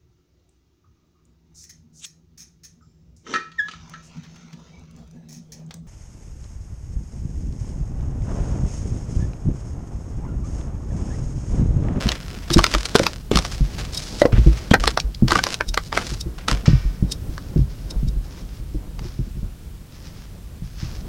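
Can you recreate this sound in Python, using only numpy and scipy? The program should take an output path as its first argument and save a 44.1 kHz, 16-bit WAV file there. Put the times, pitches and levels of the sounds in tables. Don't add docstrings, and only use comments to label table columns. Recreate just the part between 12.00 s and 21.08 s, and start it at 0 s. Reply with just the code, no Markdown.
import sys
import numpy as np
from scipy import signal
from scipy.fft import rfft, irfft, next_fast_len
from scipy.io import wavfile
from scipy.ndimage import map_coordinates

SR = 44100
rng = np.random.default_rng(int(sys.argv[2]) if len(sys.argv) > 2 else 0)


def pcm_store(signal):
    levels = np.round(np.clip(np.atleast_2d(signal), -1, 1) * 32767)
    wavfile.write(sys.argv[1], SR, levels.astype(np.int16).T)


N = 400428
TOP_HZ = 15900

# f/Hz, level/dB
COARSE = [(200, -24), (600, -3), (1300, 1), (2400, -1.5), (3500, -7), (8000, -69)]
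# f/Hz, level/dB
SHEEN = [(1200, -36), (2600, -10), (4000, 2.5), (5300, 8), (6500, 1), (8000, -10.5), (15000, -51)]


def ice_cracks():
    # t/s, body level/dB, edge level/dB
    fractures = [(0.0907, -31, -22.5), (0.1189, -31.5, -27), (0.5039, -28, -30.5), (0.5843, -27, -26),
                 (0.5916, -13, -23.5), (0.6419, -16.5, -16), (0.6664, -30, -27), (0.74, -25, -23),
                 (0.7499, -18.5, -25.5), (0.8554, -33.5, -27), (0.955, -15.5, -21.5), (0.9607, -19, -19),
                 (0.9946, -24.5, -25.5), (1.0338, -32, -30.5), (1.0668, -19.5, -20.5), (1.3158, -30.5, -32),
                 (1.3577, -23.5, -21.5), (1.3731, -19, -21), (1.389, -27, -25), (1.4503, -29, -32),
                 (2.2183, -17.5, -25.5), (2.2577, -26, -36.5), (2.7141, -26, -19), (2.7413, -5.5, -17.5),
                 (2.8392, -20, -30.5), (2.8771, -14, -15), (2.9754, -16, -25), (3.0015, -49, -25.5),
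                 (3.1486, -64, -38), (3.2833, -30, -26.5), (3.308, -22.5, -26.5), (3.3204, -13, -23),
                 (3.3567, -13, -29), (3.3914, -18, -32), (3.439, -24.5, -19.5), (3.468, -23, -29),
                 (3.543, -37.5, -26), (3.6092, -18, -35), (3.7434, -31, -28.5), (3.7762, -16.5, -26),
                 (3.9275, -23.5, -34), (3.9757, -14.5, -26.5), (4.4837, -24.5, -28), (4.5139, -24, -26),
                 (5.3799, -34, -43.5), (6.993, -40, -44.5)]
    # f/Hz, level/dB
    body_eq = [(100, -25), (400, -9), (800, -6.5), (1200, -1), (1600, -5), (2300, -12.5), (3200, -29.5),
               (8000, -63)]
    # f/Hz, level/dB
    edge_eq = [(800, -39.5), (2200, -4.5), (3000, 2), (4200, 3.5), (5500, 1.5), (7500, -10.5), (11000, -18),
               (16000, -30)]
    splinter_share, lead_in_s, splinter_t60 = 0.3, 0.0027, 0.013
    out, snap_at = np.zeros(N), SR // 100
    t = np.arange(-snap_at, SR // 8) / SR
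    splintering = np.minimum(np.exp(np.minimum(t, 0) / lead_in_s), amp(-60 * t / splinter_t60))
    for s, body_db, edge_db in fractures:
        splinters = grains(len(t), rate=3500, spread_db=7.5) * splintering
        force = np.sqrt(splinter_share) * splinters / np.linalg.norm(splinters)
        force[snap_at] += np.sqrt(1 - splinter_share)
        body = scatter(colour(force, crust_piece(body_eq)), wet_db=-9.5, t60=0.074)
        edge = scatter(colour(force, crust_piece(edge_eq)), wet_db=-10, t60=0.057)
        add(out, s + t[0], amp(body_db - 2) * burst(body, 0.021) + amp(edge_db - 1) * burst(edge, 0.024))
    return out


def crust_piece(eq, count=40, spread_db=3.5):
    hz = np.geomspace(100, TOP_HZ, count)
    return np.transpose([hz, along(eq, hz) + spread_db * rng.standard_normal(count)])


def board_thuds():
    # t/s, ring level/dB, firmness/dB, sway level/dB
    blows = [(0.057, -18.5, -4, -21), (0.506, -21.5, 4.5, -25), (0.561, -9.5, -4, -11.5),
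             (0.746, -27.5, 7, -16.5), (1.015, -25, -1, -40), (1.322, -23, 5.5, -32),
             (1.356, -17, -7.5, -14.5), (1.607, -19, -22, -11), (2.329, -14, -19, -14.5),
             (2.381, -14.5, -10, -8), (2.463, -12, -2, -4), (2.8, -36, -10, -18), (2.855, -33, -5, -20),
             (3.043, -43, -15, -18), (3.223, -10.5, -4.5, -17), (3.318, -22, 9, -36),
             (3.356, -25.5, 5, -41), (3.685, -34, -13, -20), (4.118, -31.5, -1, -26),
             (4.259, -30.5, 0, -22), (4.52, -21.5, -8, -15.5), (4.679, -8.5, -6, -22),
             (4.731, -11.5, -45, -13), (4.851, -28, -15, -13.5), (5.025, -16, -7, -17.5),
             (5.56, -15.5, -5.5, -18), (5.592, -16, -22, -13.5), (5.96, -34, -6, -15.5),
             (6.029, -21, -18, -18), (6.069, -25.5, -24, -16.5), (6.162, -33, -4, -16.5),
             (6.746, -27, 1, -21), (7.049, -33.5, -1, -32.5), (7.191, -22, -7, -23),
             (7.37, -29.5, -17, -32), (7.429, -27.5, -29, -22.5), (8.621, -29.5, -17, -30),
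             (8.828, -28, -5.5, -42)]
    # f/Hz, level/dB, t60/s
    board_modes = [(84, -5, 0.16), (132, 3, 0.089), (170.5, 3.5, 0.059), (218, -4, 0.057),
                   (319.2, -2, 0.075), (416, -7, 0.025), (543, -16.5, 0.058), (700, -23, 0.034)]
    # f/Hz, level/dB
    soft_sole_eq = [(330, -0.5), (480, -4), (800, -10.5), (1600, -28)]
    out, t = np.zeros(N), np.arange(SR // 2) / SR
    hz, db, t60 = np.transpose(board_modes)[:, :, None]
    for s, ring_db, firmness_db, sway_db in jostles(count=14) + blows:
        detune, strength = rng.standard_normal((2, len(board_modes), 1))
        tilt_db = np.clip(np.log2(hz / 150), 0, 1) * (firmness_db + 3)
        decays = amp(db + tilt_db + 2 * strength - 60 * t / t60)
        modes = decays * np.sin(2 * np.pi * hz * np.exp(0.073 * detune) * t)
        ring = scatter(modes.sum(0) * (1 - np.exp(-t / 0.0023)), wet_db=-6.5, t60=0.13)
        sway_hz = 46 * np.exp(0.12 * rng.standard_normal())
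        sway = np.sin(2 * np.pi * sway_hz * t) * amp(-60 * t / 0.23) * (1 - np.exp(-t / 0.005))
        add(out, s, amp(ring_db) * burst(ring, 0.045) + amp(sway_db) * burst(sway, 0.017))
    return colour(out, soft_sole_eq)


def jostles(count, from_s=4.7, to_s=7.5):
    slots = (np.arange(count) + rng.random(count)) / count
    times = from_s + slots * (to_s - from_s)
    softer_db = 2 * rng.standard_normal(count)
    return [(s, -38.5 - db, -5.5, -31 - db) for s, db in zip(times, softer_db)]


def heel_knocks():
    # t/s, level/dB, f/Hz
    strikes = [(0.953, -9.5, 420), (0.9991, -16.5, 530), (1.3145, -17, 405), (2.2179, -8.5, 581),
               (2.2541, -11, 495), (2.7133, -5, 200), (2.738, -17.5, 460)]
    out, t = np.zeros(N), np.arange(SR // 2) / SR
    for s, db, hz in strikes:
        note = np.sin(2 * np.pi * hz * t) * amp(-60 * t / 0.026)
        note += 0.41 * np.sin(2 * np.pi * 0.63 * hz * t) * amp(-60 * t / 0.03)
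        add(out, s, amp(db) * burst(scatter(note, wet_db=-13.5, t60=0.33), 0.027))
    return out


def grit_crunch():
    # t/s, hold/s, coarse level/dB, fine level/dB, snaps over crush/dB
    presses = [(0.0, 0.13, -33, -38, -1.5), (0.2, 0.28, -46.5, -49, 0.5), (0.499, 0.27, -34, -34, 1),
               (0.74, 0.24, -38, -36.5, 5.5), (0.952, 0.13, -32, -31, 6.5), (1.315, 0.055, -30, -34.5, -3),
               (1.41, 0.14, -43, -39.5, -2.5), (1.57, .33, -48, -48, -12), (1.78, 0.014, -34, -35, -6),
               (1.922, .28, -44.5, -38, -10), (2.32, 0.055, -36.5, -47, -18), (2.38, 0.28, -44, -45, -16),
               (2.798, 0.093, -38, -37, 2), (3.276, 0.086, -27, -29, 2), (3.4, .13, -38, -37, 0),
               (3.75, 0.12, -55, -47.5, -3), (3.931, 0.091, -35.5, -38, -4),
               (4.04, 0.085, -42.5, -37.5, -4.5), (4.379, 0.033, -47, -54, -12),
               (4.478, 0.015, -25.5, -29.5, -6)]
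    # f/Hz, level/dB
    fine_eq = [(1200, -46.5), (2600, -12.5), (4000, 1.5), (5200, 4.5), (7500, -4.5), (11000, -14),
               (16000, -40)]
    # f/Hz, level/dB
    rub_eq = [(70, -24.5), (190, 0), (420, -4.5), (700, -8.5), (1200, -27), (4000, -63)]
    coarse, fine = np.zeros((2, 2, N))
    for start, held, coarse_db, fine_db, snap_db in presses:
        balance = np.array([[1], [amp(snap_db)]]) / np.hypot(1, amp(snap_db))
        weight = balance * gesture(start, held, attack_s=0.0034, release_db_per_s=206)
        coarse = np.maximum(coarse, amp(coarse_db) * weight)
        fine = np.maximum(fine, amp(fine_db) * weight)
    crush = grains(N, rate=900, spread_db=2.5) * amp(4.4 * wobble(70)) + 0.88 * rng.standard_normal(N)
    snaps = scatter(grains(N, rate=60, spread_db=3.5), wet_db=-9, t60=0.018)
    grit = sum(low * unit(colour(force, COARSE)) + high * unit(colour(force, fine_eq))
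               for force, low, high in zip((crush, snaps), coarse, fine))
    return grit + amp(0.5) * coarse[0] * noise(rub_eq)


def chip_scrapes():
    # t/s, level/dB
    skids = [(0.539, -15), (1.948, -30), (1.977, -23.5), (3.69, -28), (4.211, -28.5), (5.122, -23.5),
             (5.909, -33), (6.085, -40.5)]
    # f/Hz, level/dB
    chip_eq = [(1000, -32), (2600, -16.5), (3550, -9.5), (3780, 6), (4020, -8.5), (5300, 1.5), (6300, -8.5),
               (7600, -12), (8400, -10), (10000, -16.5), (15500, -30)]
    out, t = np.zeros(N), np.arange(-SR // 20, SR // 10) / SR
    swell = np.exp(-np.abs(t) / 0.0038) + 0.12 * np.exp(-np.abs(t) / 0.02)
    for s, db in skids:
        slips = colour(grains(len(t), rate=4400, spread_db=1) * swell, chip_eq)
        add(out, s + t[0], amp(db - 11) * unit(slips))
    return out


def wire_fence(at_s=4.657):
    # f/Hz, level/dB, t60/s
    wires = [(1216, -4.5, 1.0), (1510, -3, 0.83), (1860, -3, 1), (2230, -8, 1.0), (2367, -2, 0.88),
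             (2634, -2, 0.7), (2875, -1.5, 0.5), (2980, -9, 0.7), (3500, -9, 0.81), (5200, -5, 0.92)]
    out, t = np.zeros(N), np.arange(SR) / SR
    tones = sum(amp(db - 60 * t / t60) * np.sin(2 * np.pi * (hz * t + rng.random()))
                for hz, db, t60 in wires)
    settling = amp(-60 * t) + 2.4 * amp(-60 * t / 0.15)
    contacts = grains(SR, rate=5000, spread_db=-1) * settling
    rattle = burst(colour(contacts, COARSE), 0.046) + 0.81 * burst(colour(contacts, SHEEN), 0.045)
    ring = burst(scatter(tones, wet_db=-7, t60=0.14), 0.076)
    add(out, at_s, amp(-40.5) * ring + amp(-33) * rattle)
    return out


def fabric_rustle():
    # t/s, hold/s, level/dB
    slides = [(0.0, 5.37, -63), (5.28, .62, -59), (6.22, 0.13, -53.5), (6.3, 0.031, -56.5),
              (7.0, 0.049, -51.5), (7.9, 0.29, -55), (8.62, 0.19, -55), (8.76, 0.097, -52.5)]
    motion = sum(amp(db) * gesture(start, held, attack_s=0.028, release_db_per_s=45)
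                 for start, held, db in slides)
    rub = unit(rng.standard_normal(N) + 0.74 * grains(N, rate=220, spread_db=7))
    rub *= amp(3 * wobble(25))
    return motion * (amp(-1.5) * unit(colour(rub, COARSE)) + amp(0.5) * unit(colour(rub, SHEEN)))


def wind():
    # t/s, level/dB
    breeze = [(0.0, -35), (1.16, -40), (1.39, -35.5), (4.45, -37.5), (4.68, -34), (8.57, -42.5),
              (9.08, -33)]
    # f/Hz, level/dB
    rumble_eq = [(8, -16.5), (22, -9), (45, 2), (80, -6.5), (130, -8), (200, -16.5), (400, -51)]
    # f/Hz, level/dB
    rush_eq = [(70, -16), (170, -0.5), (300, -3.5), (500, -10.5), (800, -18), (1500, -24), (4000, -61)]
    strength_db = np.interp(np.arange(N) / SR, *np.transpose(breeze))
    rumble = amp(strength_db + 4 + 1.65 * wobble(9)) * noise(rumble_eq)
    rush = amp(strength_db - 8.5 + 2.7 * wobble(14)) * noise(rush_eq)
    return rumble + rush


def amp(db):
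    return 10 ** (np.asarray(db) / 20)


def unit(x):
    return x / np.sqrt(np.mean(x ** 2) + 1e-20)


def burst(x, seconds):
    return x / np.sqrt(np.mean(x[:int(seconds * SR) + 1] ** 2) + 1e-20)


def along(eq, hz):
    f, db = np.transpose(eq)
    return np.interp(np.log(hz + 1), np.log(f + 1), db)


def colour(x, eq):
    size = 2 * next_fast_len(len(x) // 2 + 2048)
    cepstrum = irfft(np.log(amp(along(eq, np.fft.rfftfreq(size, 1 / SR)))), size)
    cepstrum[1:size // 2] *= 2
    cepstrum[size // 2 + 1:] = 0
    return irfft(rfft(x, size) * np.exp(rfft(cepstrum)), size)[:len(x)]


def noise(eq):
    return unit(colour(rng.standard_normal(N), eq))


def grains(size, rate, spread_db):
    chance, strength = rng.random(size), rng.standard_normal((2, size))
    return unit((chance < rate / SR) * np.sign(strength[0]) * amp(spread_db * np.clip(strength[1], -2, 2)))


def wobble(rate):
    return map_coordinates(rng.standard_normal(int(N * rate / SR) + 4), [np.arange(N) * rate / SR])


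def gesture(start, held, attack_s, release_db_per_s):
    t = np.arange(N) / SR - start
    return np.clip(t / attack_s, 0, 1) * amp(-release_db_per_s * np.maximum(t - held, 0))


def scatter(x, wet_db, t60):
    t = np.arange(len(x)) / SR
    tail = rng.standard_normal(len(x)) * amp(-60 * t / t60) * (1 - np.exp(-t / 0.0012))
    return x + amp(wet_db) * signal.fftconvolve(x, tail / np.linalg.norm(tail))[:len(x)]


def add(track, s, sound):
    start = max(round(s * SR), 0)
    part = track[start:start + len(sound)]
    part += sound[:len(part)]


def scene():
    footsteps = ice_cracks() + board_thuds() + heel_knocks() + chip_scrapes() + grit_crunch()
    mix = footsteps + fabric_rustle() + wire_fence() + wind()
    return np.array([mix, mix])


def record(dry):
    # f/Hz, level/dB
    hiss_eq = [(100, 2.1), (1000, 4.5), (3000, 4.2), (8000, -0.6), (16000, -4.4)]
    x = dry + amp(-54.5) * noise(hiss_eq) + amp(-65.5) * rng.standard_normal((2, N))
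    clipped = x / (1 + np.abs(x) ** 8) ** (1 / 8)
    return irfft(rfft(clipped) * (np.fft.rfftfreq(N, 1 / SR) < TOP_HZ), N)


dry = scene()
out = record(dry)
pcm_store(out)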